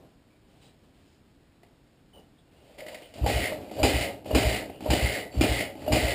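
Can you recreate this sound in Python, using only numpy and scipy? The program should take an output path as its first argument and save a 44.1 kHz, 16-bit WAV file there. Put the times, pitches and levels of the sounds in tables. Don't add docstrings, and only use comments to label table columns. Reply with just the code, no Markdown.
import sys
import numpy as np
from scipy import signal
from scipy.fft import rfft, irfft, next_fast_len
from scipy.io import wavfile

SR = 44100
rng = np.random.default_rng(int(sys.argv[2]) if len(sys.argv) > 2 else 0)


def persist_wave(psi):
    counts = np.round(np.clip(psi, -1, 1) * 32767).astype(np.int16)
    wavfile.write(sys.argv[1], SR, np.atleast_2d(counts).T)


N = 271134

SLAM_START_S = [3.262, 3.83, 4.349, 4.903, 5.41, 5.921]
# slam_db, slam_brightness_db, rebound_delay_s, rebound_db, jolt_share,
# spin_s, vigour_db, cover_buzz_db, lever_back_s (after the slam), swing_db
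KICKS = [(-9, -22, 0.036, -23.5, 0.37, .205, -1.5, 0, .42, 1.5),
         (-8, -4.5, 0.018, -21.5, 1.34, 0.2, 0.74, -0.6, 0.32, -0.5),
         (-5.5, -9.5, 0.036, -23.5, 1.45, 0.21, 0.5, 1, 0.43, -3.2),
         (-16, -3, .032, -22, 1.24, 0.27, -1.2, -0.2, 0.17, 5),
         (-14.5, -2.5, .027, -21, 1.38, 0.2, -0.53, 0.8, 0.14, -6),
         (-12, -8, .037, -23, 1.1, 0.2, 0.4, 0.8, .4, 5.5)]
# start_s, landing_db, landing_brightness_db, push_db
BOOT = [(3.139, -51, 2, -4.5), (3.712, -35, -13, 0), (4.245, -44, -12, 1.5), (4.807, -39, -10.5, 1),
        (5.325, -53, 1, 1), (5.754, -40, -17, -5)]
# start_s, level_db, brightness_db
CLICKS = [(2.927, -28.5, 13), (3.241, -15, 0.5), (3.519, -19, -14), (3.784, -21, 7), (3.795, -17.5, 4),
          (4.308, -12.5, 5.5), (4.859, -12, -4), (5.878, -12, 7)]
# landing_db, push_rise_db_per_s, spin_db, jolt_db,
# spin_sag_db_per_s, stop_fall_db_per_s, swing_back_db, linger_s
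RATTLE = (-54.5, 78, -32.5, 3, 11.5, 205, -60, 0.0036)
BUZZ = (-71, 90, -38, -2, -17.5, 215, -87, -0.0016)
RUMBLE = (-48, 117, -30.5, 4.5, 21, 134, -48, 0.03)
BOOM = (-47.5, 146, -36, 13, 17.5, 98, -48, 0.03)
# time_s, drag_db
SETTING_UP = [(2.45, -78), (2.57, -71), (2.71, -63), (2.775, -63), (2.79, -47), (2.85, -59.5), (2.88, -48),
              (3.04, -55), (3.12, -60), (3.2, -61)]
# rattle_db, buzz_db, rumble_db, boom_db
DRAG_SHARES = (-3.5, -11, 1, -8)
# start_s, level_db
VALVE = [(3.211, -24.5), (3.336, -26.5), (3.815, -25.5), (3.932, -27.5), (4.329, -25), (4.446, -23),
         (4.885, -24.5), (5.019, -24.5), (5.367, -23.5), (5.488, -26), (5.905, -26.5), (6.022, -27)]
# start_s, level_db, brightness_db
KNOCKS = [(1.632, -52, -8.5), (2.784, -45, -6), (2.803, -50, 4.5), (2.864, -46.5, 0.5), (2.883, -51, 6),
          (2.945, -45, 3), (3.02, -53, -0.5), (3.428, -33, -8), (3.53, -31, -23), (3.586, -39, -28),
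          (3.629, -52, -24), (3.696, -44, -12), (3.868, -41, -8), (4.09, -37, -17), (4.257, -39, -22),
          (4.697, -37, -16), (5.046, -35, -2), (5.059, -32.5, -1), (5.19, -41, -19), (5.7, -63, -20),
          (5.819, -52, -3), (6.037, -31, -10)]
# start_s, length_s, pitch_hz, width_hz (per pass), level_db
SQUEAKS = [(0.3, 0.045, 2340, 250, -72), (0.612, 0.085, 3910, 200, -67.5), (0.623, 0.045, 4900, 600, -70),
           (1.057, 0.12, 5000, 900, -77), (2.132, 0.026, 3000, 130, -57), (2.177, 0.027, 2900, 130, -63.5),
           (2.382, 0.015, 3450, 700, -67), (2.56, 0.1, 2830, 300, -74), (2.654, 0.11, 575, 200, -57.5),
           (2.776, 0.083, 566, 151, -45), (2.86, 0.18, 550, 150, -50), (3.023, 0.033, 3040, 500, -54.5),
           (4.704, 0.076, 2830, 500, -59.5), (5.312, 0.16, 4550, 150, -57.5)]
# start_s, length_s, dull_db, scratchy_db
RUSTLE = [(-.03, 0.088, -58, -78), (.47, 0.15, -69, -70.5), (0.61, 0.073, -67, -64.5),
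          (0.822, 0.016, -66, -71), (0.93, 0.21, -87, -72.5), (1.64, 0.052, -69, -85),
          (2.133, 0.067, -54.5, -75), (2.51, 0.21, -67, -71)]
# dull_db, scratchy_db
RUSTLE_REST = (-69.5, -79.5)
# pitch_hz, level_db, t60_s
STOP_MODES = [(109.5, -6.5, 0.3), (246, -5, 0.18), (487, -3.5, 0.034), (690, -12, 0.012), (802, -2.5, 0.11),
              (940, -11.5, 0.041), (1110, -15, 0.047), (2406, 0.5, 0.11), (2470, -37, 0.049),
              (2600, -27, 0.078), (4920, -1, 0.17), (5080, -8.5, 0.12)]
LEVER_MODES = [(304, -18, 0.046), (612, 2, 0.076), (670, -36, 0.051), (937, -13, 0.074), (2850, -23, 0.04),
               (4633, -20.5, 0.038)]
PIPE_MODES = [(62.7, 7.5, 0.24), (116.3, -0.5, 0.49)]
# pitch_hz, width_hz, level_db
GEARS = [(1330, 1540, -13), (2490, 314, -3.5), (2890, 210, 0.5), (3177, 840, -6), (4110, 450, -8),
         (4583, 195, -4.5), (5175, 670, -12.5)]
COVER = [(1943, 305, -9.5), (2140, 194, -6.5)]
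CASE = [(426, 77, -5.5), (551, 46.6, 0.5), (615, 93, -1), (735.5, 116, -4.5), (877, 106, -12.5)]
FRAME = [(75, 38, -3), (128, 61, -6.5), (211.4, 30.6, -4.5), (258.8, 22, -1), (296, 43.7, -0.5)]
# frequency_hz, relative_db_per_hz
CLOTH = [(100, 1.5), (300, 2.5), (700, -0.5), (1200, -15.5), (2000, -25.5)]
SCRATCH = [(1000, -6), (2000, -1.5), (3000, 4.5), (4500, -2.5), (5900, -7)]
AIR = [(15, -40), (25, -3), (118, -4), (207, -7), (284, -5), (380, -14), (609, -18), (798, -21),
       (1070, -24), (1710, -24.5), (1960, -25.5), (5400, -30.5), (7020, -70), (11900, -120)]

LEAN_S, JOLT_DECAY_S, SETTLE_DECAY_S = 0.02, 0.052, 0.049
SCUFF_DECAY_S, BOOT_SCUFF_DECAY_S, CRASH_DECAY_S = 0.012, 0.019, 0.038
COVER_OFFSET_DB = 1
ECHO_PUFF_S, ECHO_PUFF_DB = 0.052, -38.5
GARAGE_T60_S, WALL_CUT_HZ, GARAGE_DB = 0.22, 8300, -11
RUSTLE_RISE_S, RUSTLE_DECAY_S = 0.016, 0.041
AIR_DB = -59.5
LOW_CUT_HZ, ALIAS_CUT_HZ, HOLD_HZ, TOP_CUT_HZ = 34.8, 5740, 12000, 15300


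def lever_slams():
    slam_db, bright_db = np.transpose(KICKS)[:2]
    events = np.transpose([SLAM_START_S, slam_db, bright_db])
    return blows(events, STOP_MODES, level_db=-11.5, scatter_db=1.0, chatter_s=0.0056)


def lever_and_ratchet_clicks():
    return blows(CLICKS, LEVER_MODES, level_db=-7.5, scatter_db=1.0, chatter_s=0.0075)


def blows(events, modes, level_db, scatter_db, chatter_s):
    start_s, db, bright_db = np.transpose(events)
    at, out = np.round(start_s * SR).astype(int), np.zeros(N)
    luck = rng.standard_normal((len(at), len(modes)))
    fade = np.exp(-np.arange(2000) / (chatter_s * SR))
    fade = rms_one(fade) / 45
    for k, (hz, mode_db, t60_s) in enumerate(modes):
        strike_db = db + level_db + mode_db + scatter_db * luck[:, k]
        clicks = np.zeros(N)
        clicks[at] = from_db(strike_db + bright_db * (hz > 1500))
        chatter = signal.fftconvolve(clicks, fade)[:N] * rng.standard_normal(N)
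        out += ring(0.24 * clicks + chatter, hz, t60_s)
    return out


def engine():
    drag_db, = in_time(SETTING_UP)
    rattle = rms_one(resonances(clatter(3500, spread_db=1.0), GEARS))
    buzz = rms_one(resonances(clatter(900, spread_db=1.5), COVER))
    rumble = rms_one(resonances(clatter(500, spread_db=1.0), CASE))
    boom = rms_one(resonances(clatter(300, spread_db=1.0), FRAME))
    out = np.zeros(N)
    parts = zip((rattle, buzz, rumble, boom), (RATTLE, BUZZ, RUMBLE, BOOM), DRAG_SHARES)
    for part, rule, share_db in parts:
        gain = follow(rule, cover=rule is BUZZ) + from_db(drag_db + share_db)
        out += gain * part
    return out


def follow(rule, cover=False):
    land_db, rise, spin_db, jolt_db, sag, fall, back_db, linger_s = rule
    t, power = np.arange(N) / SR, 0
    for boot, slam_s, kick in zip(BOOT, SLAM_START_S, KICKS):
        land_s, *_, push_db = boot
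        *_, jolt, spin_s, vigour_db, cover_db, back_s, swing_db = kick
        after = t - slam_s
        lean = np.clip((t - land_s) / LEAN_S, 0, 1) * (after < 0)
        push = lean * from_db(land_db + push_db + rise * np.minimum(t - land_s, 1))
        held = np.clip(after, 0, spin_s + linger_s)
        level_db = spin_db + (cover_db if cover else vigour_db)
        level_db = level_db + jolt * jolt_db * np.exp(-held / JOLT_DECAY_S)
        level_db = level_db - sag * held - fall * np.maximum(after - held, 0)
        spin = (after >= 0) * from_db(level_db)
        settle = np.exp(-np.maximum(after - back_s, 0) / SETTLE_DECAY_S)
        back = (after >= 0) * settle * from_db(back_db + swing_db)
        power = power + push ** 2 + spin ** 2 + back ** 2
    return np.sqrt(power)


def exhaust():
    t, out = np.arange(SR // 2) / SR, np.zeros(N + SR)
    open_s, shut_decay_s, hum = 0.031, 0.008, from_db(-11)
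    after = np.maximum(t - open_s, 0)
    build = np.interp(t, [0, 0.003, open_s], [0, 0.4, 1])
    puff = 0
    for k, (hz, db, t60_s) in enumerate(PIPE_MODES):
        drop = (1 - hum) * np.exp(-after / shut_decay_s)
        fade = drop + hum * from_db(-60 * after / t60_s)
        puff = puff - (-1) ** k * from_db(db) * build * fade * np.sin(2 * np.pi * hz * t)
    echoes = [(s + ECHO_PUFF_S, ECHO_PUFF_DB) for s, _ in VALVE[1::2]]
    for s, db in list(VALVE) + echoes:
        i = round(s * SR)
        out[i:i + len(t)] += from_db(db) * puff
    return out[:N]


def slam_crashes():
    slam_db, bright_db = np.transpose(KICKS)[:2]
    slams = zip(SLAM_START_S, slam_db, bright_db)
    return knocks([(s, db - 23, b + 8, -11, CRASH_DECAY_S) for s, db, b in slams])


def boot_and_lever_knocks():
    delay_s, rebound_db = np.transpose(KICKS)[2:4]
    boots = [(s, db, b, b - 11, BOOT_SCUFF_DECAY_S) for s, db, b, _ in BOOT]
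    rebound_s = np.array(SLAM_START_S) + delay_s
    rebounds = [(s, db, -8, -13, SCUFF_DECAY_S) for s, db in zip(rebound_s, rebound_db)]
    others = [(s, db, b, b + COVER_OFFSET_DB, SCUFF_DECAY_S) for s, db, b in KNOCKS]
    return knocks(boots + rebounds + others)


def knocks(events):
    t, shake = np.arange(N) / SR, np.zeros((3, N))
    for s, db, gears_db, cover_db, decay_s in events:
        fade = (t >= s) * np.exp(-np.maximum(t - s, 0) / decay_s)
        shake += from_db(db + np.array([[0], [gears_db], [cover_db]])) * fade
    white = rng.standard_normal((3, N))
    white[0, [int(s * SR) + 2 for s, *_ in events]] += 18
    peaks = (CASE + FRAME[2:], GEARS, COVER)
    bodies = [rms_one(resonances(noise, body)) for noise, body in zip(white, peaks)]
    return np.sum(shake * bodies, axis=0)


def squeaks():
    t, out = np.arange(N) / SR, 0
    for s, length_s, hz, width_hz, db in SQUEAKS:
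        band = [(hz, width_hz, 0)]
        end_s = s + length_s
        shape = np.interp(t, [s, s + 0.006, end_s, end_s + 0.035], [0, 1, 0.8, 0])
        tone = resonances(resonances(rng.standard_normal(N), band), band)
        out = out + from_db(db) * shape * rms_one(tone)
    return out


def garage(x):
    out, dull = np.zeros(N), np.exp(-2 * np.pi * WALL_CUT_HZ / SR)
    lags = (rng.uniform(0.015, 0.04, 8) * SR).astype(int)
    for k, lag in enumerate(lags):
        loop, state = x.copy(), [0.]
        gain = from_db(-60 * lag / SR / GARAGE_T60_S)
        for i in range(lag, N, lag):
            back, state = signal.lfilter([gain * (1 - dull)], [1, -dull], loop[i - lag:i], zi=state)
            loop[i:i + lag] += back[:N - i]
        out += (loop - x) * (-1) ** k
    return out


def rustle():
    t, gains = np.arange(N) / SR, np.outer(from_db(RUSTLE_REST), np.ones(N))
    for s, length_s, *level_db in RUSTLE:
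        rise = np.clip((t - s) / RUSTLE_RISE_S, 0, 1)
        fade = np.exp(-np.maximum(t - s - length_s, 0) / RUSTLE_DECAY_S)
        gains = gains + np.outer(from_db(level_db), rise * fade)
    return gains[0] * coloured(CLOTH) + gains[1] * coloured(SCRATCH)


def outdoor_air():
    return from_db(AIR_DB) * coloured(AIR)


def from_db(db):
    return 10 ** (np.asarray(db) / 20)


def rms_one(x):
    return x / np.sqrt(np.mean(x ** 2) + 1e-20)


def in_time(rows):
    s, *columns = np.transpose(rows)
    return [np.interp(np.arange(N) / SR, s, c, left=-120, right=-120) for c in columns]


def coloured(points):
    hz, db = np.transpose(points)
    f = np.maximum(np.arange(N // 2 + 1) * SR / N, 1)
    gain = from_db(np.interp(np.log(f), np.log(hz), db))
    return rms_one(irfft(rfft(rng.standard_normal(N)) * gain, N))


def ring(clicks, hz, t60_s):
    r, w = from_db(-60 / (t60_s * SR)), 2 * np.pi * hz / SR
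    return signal.lfilter([0, np.sin(w)], [1, -2 * r * np.cos(w), r * r], clicks + 1e-18)


def resonances(x, peaks):
    out = 0
    for k, (hz, width_hz, db) in enumerate(peaks):
        r = np.exp(-np.pi * width_hz / SR)
        a = [1, -2 * r * np.cos(2 * np.pi * hz / SR), r * r]
        b = [(1 - r * r) / 2, 0, (r * r - 1) / 2]
        out = out + (-1) ** k * from_db(db) * signal.lfilter(b, a, x)
    return out


def clatter(per_s, spread_db):
    sizes = from_db(spread_db * np.minimum(rng.exponential(1, N), 4))
    signs = rng.choice([-1, 1], N)
    return sizes * signs * (rng.random(N) < per_s / SR) + 1e-18


def scene():
    metal = lever_slams() + slam_crashes() + lever_and_ratchet_clicks() + boot_and_lever_knocks()
    metal = metal + engine() + squeaks()
    echoes = from_db(GARAGE_DB) * garage(metal)
    return (metal + echoes + exhaust() + rustle() + outdoor_air())[None]


def record(dry):
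    band = signal.sosfilt(signal.butter(2, LOW_CUT_HZ, "high", fs=SR, output="sos"), dry)
    band = signal.sosfilt(signal.butter(9, ALIAS_CUT_HZ, fs=SR, output="sos"), band)
    sampled = band * (1 + 2 * np.cos(2 * np.pi * HOLD_HZ * np.arange(N) / SR))
    size = next_fast_len(N + 100)
    weight = np.sinc(np.arange(size // 2 + 1) * SR / size / HOLD_HZ)
    held = irfft(rfft(sampled, size) * weight, size)[:, :N]
    return signal.sosfilt(signal.ellip(10, 0.5, 65, TOP_CUT_HZ, fs=SR, output="sos"), held)


dry = scene()
out = record(dry)
persist_wave(out)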